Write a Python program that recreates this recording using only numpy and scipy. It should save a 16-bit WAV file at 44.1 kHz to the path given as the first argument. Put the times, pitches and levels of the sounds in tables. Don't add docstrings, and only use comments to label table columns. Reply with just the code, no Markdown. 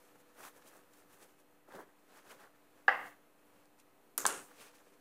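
import sys
import numpy as np
from scipy import signal
from scipy.fft import rfft, irfft, next_fast_len
from scipy.io import wavfile
from scipy.ndimage import uniform_filter1d

SR = 44100
rng = np.random.default_rng(int(sys.argv[2]) if len(sys.argv) > 2 else 0)


def store_pcm(level_fs):
    pcm = np.round(np.clip(level_fs, -1, 1) * 32767).astype(np.int16)
    wavfile.write(sys.argv[1], SR, np.atleast_2d(pcm).T)


def boost(x):
    u = np.asarray(x, float) / 20
    return 10 ** u


N = 220762

# frequency in Hz, density in dB per Hz.
AIR_SPECTRUM = [(9, -26), (15, -13), (32, -28.5), (70, -27), (110, -17.5), (250, -12), (500, -13),
                (870, -14), (1140, -17), (2640, -24.5), (4990, -33.5), (6680, -31.5), (15600, -28.5),
                (15900, -83)]
# frequency in Hz, level in dB rms.
HUM_PARTIALS = [(98.7, -94.5), (296, -76.5), (395, -83.5), (640.6, -89), (1281, -87), (2562, -92),
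                (4188, -94.5)]
# time in seconds, level in dB.
WHINE_LEVEL = [(0, -74), (1.2, -76), (1.75, -80.5), (2, -85), (2.85, -81.5), (4.1, -82.5), (4.6, -74),
               (5.01, -80)]

# frequency in Hz, density in dB per Hz.
FLAP_SPECTRUM = [(60, -47), (110, -14.5), (170, -8), (400, -0.5), (620, -0.5), (800, -32)]
# frequency in Hz, density in dB per Hz.
FOLD_SPECTRUM = [(480, -25.5), (650, 0), (1100, 1.5), (1800, 0), (2200, -10.5), (2600, -55)]
# frequency in Hz, density in dB per Hz.
RUB_SPECTRUM = [(1600, -28), (2200, 1), (3500, -4), (5000, -7), (7000, -24)]
# frequency in Hz, density in dB per Hz.
FIBRE_SPECTRUM = [(3800, -21), (5800, -2), (8500, -2), (11000, -2), (15600, -6), (15850, -59)]
# peak time in seconds, length in seconds, folds in dB,
# bulk of sheet moved in dB, dry slide of fibres in dB.
SHAKES = [(.03, 0.33, -73.5, -2, 0), (.158, 0.011, -64.5, 4.5, -11), (.205, 0.037, -71.5, 0, -0.5),
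          (.3, 0.053, -70, -3, -5), (.405, 0.071, -58, -5, -4.5), (.45, 0.077, -55.5, -10, -1.5),
          (.478, 0.033, -58, -6, -1.5), (.57, 0.094, -68.5, 0, -0.5), (.626, 0.023, -67, -11, -6),
          (.68, 0.076, -66, -2.5, 0.5), (.76, 0.13, -66, -1.5, -3.5), (.945, 0.06, -70.5, -3, -0.5),
          (.995, 0.077, -70.5, 1, 0.5), (1.138, 0.075, -68, -3, 1), (1.228, 0.068, -66, 2, 1.5),
          (1.3, .1, -76.5, 3, 1), (1.4, .05, -74, 1, 0)]
# peak time in seconds, length in seconds,
# folds in dB, bulk in dB, slide in dB.
TUGS = [(1.69, 0.022, -63.5, 4.5, -14), (1.725, .05, -57.5, -6, -13.5), (1.756, 0.048, -54, 0.5, -15),
        (1.803, 0.058, -55, 2.5, -16.5), (1.885, .07, -70.5, -2, -23), (1.99, 0.054, -83, -6, 2),
        (2.11, 0.077, -70.5, 1, -4), (2.172, 0.074, -61.5, -5, -4.5), (2.27, .07, -65, -5.5, -6),
        (2.314, 0.057, -56, -7.5, -6), (2.356, 0.061, -69.5, 6, -6), (2.408, 0.057, -60, -12, -9.5),
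        (2.444, 0.073, -59.5, -6, -13), (2.56, .05, -74.5, 1, -8), (2.792, .1, -72.5, 1, -6),
        (3.068, 0.086, -77, -3, 10)]
# peak time in seconds, length in seconds,
# folds in dB, bulk in dB, slide in dB.
BRUSHES = [(3.39, 0.064, -77, -2, -9), (3.56, 0.076, -77, 0, -7), (3.62, 0.13, -77, -3, -4.5),
           (3.8, 0.029, -72, -7, 1), (4.51, 0.083, -65.5, -1, -9), (4.55, .04, -74, 2, -1),
           (4.618, .09, -62.5, -2, 2), (4.67, .09, -64, -5, -2), (4.757, 0.049, -68, -5, -1),
           (4.8, 0.057, -70, -3, -4), (4.875, 0.088, -75, 2.5, -1.5), (4.94, .05, -74, 4, -6)]
# time in seconds, folds level in dB.
RUSTLE_LEVEL = [(0, -77.5), (1.3, -81.5), (1.55, -89), (2.2, -79.5), (2.85, -79), (3.15, -88.5),
                (4.1, -89.5), (4.6, -73.5), (5.01, -84)]
# start in seconds, peak in dB, pitch in Hz.
SLAPS = [(0.405, -42, 1300), (.451, -42, 1200), (.623, -55, 1500), (1.688, -50, 900), (1.7077, -50, 1300),
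         (1.7151, -51, 1100), (1.7395, -47, 900), (1.754, -42, 800), (1.784, -43, 603), (1.7907, -42, 900),
         (1.795, -43, 450), (1.8053, -38, 980), (2.316, -46.5, 1690)]
# start in seconds, peak in dB, centre in Hz, decay rate per second,
# grit from 0 to 1.
THREAD_SNAPS = [
    (.451, -49, 8000, 300, .9),
    (.622, -55, 3440, 180, 0.76),
    (.674, -53, 7370, 93, 0.65),
    (.935, -54, 7240, 270, 0.65),
    (1.226, -51, 7020, 150, .9),
    (1.39, -65, 9100, 120, .9),
    (1.752, -50.5, 4440, 200, .9),
    (3.656, -56, 7060, 770, 0.96),
    (3.798, -53.5, 7930, 180, 0.93),
    (4.752, -65, 6900, 150, 0.8),
]

# frequency in Hz, width in Hz, level in dB,
# time to full swing in seconds.
TRAY_MODES = [(500, 45, -19, 0.0042), (800, 130, -8, 0.0054), (1205, 138, -15, 0.004),
              (1654, 380, 1.5, 0.0044), (2782, 290, -19, 0.0053), (3680, 384, -25, 0.001),
              (4730, 450, -28, 0.0031), (5793, 450, -38, 0.0042), (7470, 320, -42.5, 0.0031)]
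# start in seconds, peak in dB, pitch in Hz, length in cycles.
BLOWS = [
    (4.1797, -29.5, 1260, 1.7),
    (4.184, -34, 1290, 1.7),
    (4.2068, -38.5, 1200, 2),
    (4.231, -43, 1240, 3),
    (4.2451, -33, 640, 0.56),
    (4.2521, -22.5, 1646, 5.8),
    (4.2539, -16.5, 1024, 1.67),
    (4.2664, -27, 1200, 1.3),
    (4.283, -40, 1310, 2.2),
]
# start in seconds, peak in dB, centre in Hz,
# decay rate per second, grit from 0 to 1.
CLICKS = [(4.1782, -14.5, 11100, 1000, .8), (4.1786, -29.5, 7230, 370, 0.7),
          (4.1792, -38.5, 3780, 400, 0.3), (4.179, -39, 2950, 400, .2), (4.182, -21, 9300, 1300, 0.51),
          (4.2058, -38, 9000, 1700, 0.81), (4.252, -33, 8000, 1100, .8), (4.2541, -15.5, 3508, 1500, 0.62),
          (4.2557, -30, 6900, 1300, .6), (4.2651, -7.5, 7710, 5900, .3), (4.2731, -31.5, 8050, 880, 0.7),
          (4.282, -34, 8060, 1500, .6)]

# frequency in Hz, t60 in seconds.
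KITCHEN_T60 = [(150, 0.61), (500, 0.55), (1500, 0.47), (3000, 0.53), (5000, .4), (8000, .42), (11000, 0.38),
               (15000, .22)]
# delay in seconds, level in dB.
WALL_ECHOES = [(.0065, -4), (.0095, 0.5), (0.0153, -13.5), (0.0192, -8.5), (.025, -17), (.043, -11)]
# frequency in Hz, density in dB per Hz.
KNOCK_FAR = [(120, -58), (200, -27.5), (400, -29), (500, -8), (600, -11), (790, -1), (950, -11),
             (1150, -0.5), (1350, -9), (1620, -1), (2120, -4), (2320, -22.5), (2700, -12.5), (3570, -32.5),
             (4200, -36), (4800, -31), (5400, -38.5), (11700, -69)]
# frequency in Hz, density in dB per Hz.
CLICK_FAR = [(88, -49), (150, -29), (270, -2.5), (520, -2), (830, -13), (1200, -1), (3440, -17.5),
             (4500, -13), (7070, 0.5), (9280, -9.5), (14200, -6.5), (15600, -19), (15900, -70)]
# frequency in Hz, density in dB per Hz.
THUD_FAR = [(59, -62), (156, -11), (300, -13), (390, -2), (580, -8.5), (810, -5), (1500, -1), (2020, -11.5),
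            (3000, -12.5), (4400, -20.5), (8000, -51)]
# frequency in Hz, density in dB per Hz.
SNAP_FAR = [(2500, -39.5), (4400, -13), (6500, -4), (9250, -1.5), (12000, -9.5), (15600, -17), (15900, -71)]
# release in seconds, energy in dB.
KNOCK_WET = [
    (2.883, 3.84),
]
# release in seconds, energy in dB.
CLICK_WET = [
    (4.1786, -8.5),
    (4.206, -26),
]
# release in seconds, energy in dB.
THUD_WET = [
    (4.2545, -4.5),
    (4.2655, -15),
    (4.29, -14),
]
# release in seconds, energy in dB.
SNAP_WET = [
    (4.2544, -16.5),
    (4.2644, -5.5),
]

# rub against folds in dB, tilt of the hiss toward the treble in dB.
ON_CLOTH, ON_TRAY, ON_STONE = (-5, 0.3), (-2.17, -1.2), (-0.85, -2.5)


def evened(x):
    return x / np.sqrt(np.mean(x ** 2) + 1e-20)


def read(points, hz):
    f, value = np.transpose(points)
    return np.interp(np.log(hz + 1), np.log(f + 1), value)


def add(mix, start_s, sound):
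    part = mix[round(start_s * SR):][:len(sound)]
    part += sound[:len(part)]


def coloured(x, spectrum):
    size = next_fast_len(len(x))
    gain = boost(read(spectrum, np.fft.rfftfreq(size, 1 / SR)))
    return evened(irfft(rfft(x, size) * gain, size)[:len(x)])


def smoothed(x, size, axis=-1):
    return uniform_filter1d(uniform_filter1d(x, size, axis=axis), size, axis=axis)


def drift(size):
    return evened(smoothed(rng.standard_normal(N), size))


def curve(rows):
    t = np.arange(N) / SR
    time_s, level_db = np.transpose(rows)
    fade = np.clip(np.minimum(t - time_s[0], time_s[-1] - t) * 300 + 0.5, 0, 1)
    return fade * boost(np.interp(t, time_s, level_db))


def butter(x, order, hz, kind):
    return signal.sosfilt(signal.butter(order, hz, kind, fs=SR, output="sos"), x)


def split(x, hz):
    low = signal.sosfiltfilt(signal.butter(2, hz, fs=SR, output="sos"), x)
    return np.array([low, x - low])


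def wavelet(hz, cycles):
    u = np.arange(int(6 * cycles * SR / hz)) * hz / SR / cycles * 4
    return u ** 2 * np.exp(2 - u) / 4 * np.sin(2 * np.pi * u * cycles / 4)


def bursts(events):
    out, t = np.zeros(N), np.arange(1400) / SR
    for start_s, db, hz, rate, grit in events:
        noise = rng.standard_normal(len(t))
        grain = 1 - grit + grit * evened(uniform_filter1d(noise, size=6))
        envelope = np.minimum(t / 0.00014, 1) * np.exp(-t * rate)
        shape = envelope * grain * np.sin(2 * np.pi * hz * t)
        add(out, start_s, boost(db) * shape / abs(shape).max())
    return butter(out, 3, 2600, "high")


def hum():
    t, out = np.arange(N) / SR, np.zeros(N)
    for hz, db in HUM_PARTIALS:
        level = boost(db + 3.5 + 0.9 * drift(size=9000))
        out += level * np.sin(2 * np.pi * (hz * t + 0.03 * drift(size=6000)))
    return out


def air(level_db=-70):
    _, _, z = signal.stft(coloured(rng.standard_normal(N), AIR_SPECTRUM), SR, nperseg=512)
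    patches = uniform_filter1d(rng.standard_normal(z.shape), size=8, axis=0)
    patches = evened(uniform_filter1d(patches, size=10, axis=1))
    noise = evened(signal.istft(z * boost(0.66 * patches), SR, nperseg=512)[1][:N])
    return boost(level_db) * noise * boost(0.7 * drift(size=5000))


def whine(hz=488.6):
    cycles = hz * np.arange(N) / SR + 0.074 * drift(size=3000)
    return np.sqrt(2) * curve(WHINE_LEVEL) * np.sin(2 * np.pi * cycles)


def scratch(per_s, spread_db, smooth):
    size = boost(spread_db * np.minimum(rng.exponential(1, N), 4))
    size = size * (rng.random(N) < per_s / SR)
    return evened(size * rng.standard_normal(N)) + smooth * rng.standard_normal(N)


def fibres():
    hiss = coloured(scratch(6000, 2.2, 1.0), FIBRE_SPECTRUM)
    return split(hiss, 9500) * boost(1.0 * drift(size=200))


def strokes(rows, surface, rise_share=0.52, edge_db=-9.0, pointed=1.33, rub_follows_slide=0.77):
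    peak_s, length_s, db, bulk_db, slide_db = np.transpose(rows)[:, :, None]
    rub_db, tilt_db = surface
    coarse = np.arange(0, N, 32)
    u = (coarse / SR - peak_s) / length_s
    distance = np.where(u < 0, -u / rise_share, u / (1 - rise_share))
    swell = boost(db + edge_db * distance ** pointed)
    layers_db = [bulk_db, 0 * db, rub_db + rub_follows_slide * slide_db,
                 slide_db - tilt_db, slide_db + tilt_db]
    powers = [((swell * boost(layer_db)) ** 2).sum(0) for layer_db in layers_db]
    return np.array([np.interp(np.arange(N), coarse, power) for power in powers])


def cloth():
    flap = coloured(scratch(600, 1.0, 1.4), FLAP_SPECTRUM) * boost(1.4 * drift(size=400))
    folds = coloured(scratch(1500, 2.8, 1.26), FOLD_SPECTRUM) * boost(1.25 * drift(size=300))
    rub = coloured(scratch(3300, 2.21, 1.9), RUB_SPECTRUM) * boost(1.6 * drift(size=200))
    layers = [flap, folds, rub, *fibres()]
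    power = strokes(SHAKES, ON_CLOTH) + strokes(TUGS, ON_TRAY) + strokes(BRUSHES, ON_STONE)
    rustle_db = [[-3.5], [0], [-5.5], [-6.5], [-6.5]]
    rustle = boost(rustle_db) * curve(RUSTLE_LEVEL)
    out = (np.sqrt(power + rustle ** 2) * layers).sum(0)
    for start_s, db, hz in SLAPS:
        add(out, start_s, boost(db) * wavelet(hz, 1.54))
    return out


def knock(start_s=2.8792, peak_db=-8.5):
    t, out, ring = np.arange(1500) / SR, np.zeros(N), 0
    for hz, width_hz, db, rise_s in TRAY_MODES:
        swell = np.sin(np.pi / 2 * np.minimum(t / rise_s, 1)) ** 2
        decay = np.exp(-np.pi * width_hz * np.maximum(t - rise_s, 0))
        ring = ring + boost(db) * swell * decay * np.sin(2 * np.pi * hz * t)
    add(out, start_s, boost(peak_db) * ring / abs(ring).max())
    return out


def kitchen(releases, spectrum, walls_db, linger):
    taps, out = np.zeros(SR), np.zeros(N)
    at = np.arange(60, SR - 10, 10)
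    taps[at + rng.integers(0, 10, len(at))] = rng.choice([-1., 1.], len(at))
    taps *= boost(2.1 * drift(size=100)[:SR])
    for delay_s, db in WALL_ECHOES:
        add(taps, delay_s, boost(db + walls_db) * rng.choice([-1., 1.], 1))
    hz, t, z = signal.stft(taps, SR, nperseg=256)
    fade = boost(-60 * t / (linger * read(KITCHEN_T60, hz)[:, None]))
    tail = coloured(signal.istft(z * fade, SR, nperseg=256)[1], spectrum)
    tail *= np.minimum(np.arange(len(tail)) / 60, 1)
    for start_s, db in releases:
        add(out, start_s, boost(db) * tail / np.linalg.norm(tail))
    return out


def wall_returns(rim):
    return sum(boost(db - 13.0) * np.roll(rim, round(delay_s * SR)) for delay_s, db in WALL_ECHOES)


def drop():
    out = bursts(CLICKS)
    for start_s, db, hz, cycles in BLOWS:
        add(out, start_s, boost(db) * wavelet(hz, cycles))
    return out


def suppressed(hits, floor, depth_db=10.0, shut_db=-64.0, open_db=-50.0, treble_db=14.5):
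    power = signal.lfilter([0.002], [1, -0.998], split(hits, 5000) ** 2)
    low_key = power.sum(0)
    high_key = np.maximum(power[0], power[1] * boost(treble_db) ** 2)
    level_db = 10 * np.log10([low_key + 1e-12, high_key + 1e-12])
    opening = np.clip((level_db - shut_db) / (open_db - shut_db), 0, 1)
    bands = split(hits + floor * boost(depth_db), 5000)
    return (bands * boost(depth_db * (opening - 1))).sum(0)


def scene():
    floor = air() + hum()
    near = cloth() + bursts(THREAD_SNAPS) + whine()
    rim = knock()
    room = kitchen(KNOCK_WET, KNOCK_FAR, walls_db=16.0, linger=0.99)
    room += kitchen(CLICK_WET, CLICK_FAR, walls_db=12.0, linger=0.96)
    room += kitchen(THUD_WET, THUD_FAR, walls_db=11.0, linger=0.89)
    room += kitchen(SNAP_WET, SNAP_FAR, walls_db=12.0, linger=1.0)
    room += wall_returns(rim)
    hits = butter(rim + drop() + room, 2, 170, "high")
    return (near + suppressed(hits, floor))[None]


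def low_pass(x, hz):
    taps = signal.firwin(301, hz, window=("kaiser", 7), fs=SR)
    return signal.oaconvolve(x, taps[None], "same")


def band_limit(x):
    return signal.sosfilt(signal.butter(12, 16690, fs=SR, output="sos"), x)


def record(dry):
    dry = dry - 0.9 * (dry - low_pass(dry, 15850))
    top = dry - low_pass(dry, 15250)
    hiss = np.diff(dry, prepend=0)
    quiet = uniform_filter1d(hiss ** 2, size=1500) < boost(-68.0) ** 2
    gate = uniform_filter1d(1.0 * quiet, size=400)
    return band_limit(dry - top * gate - 0.0003)


dry = scene()
out = record(dry)
store_pcm(out)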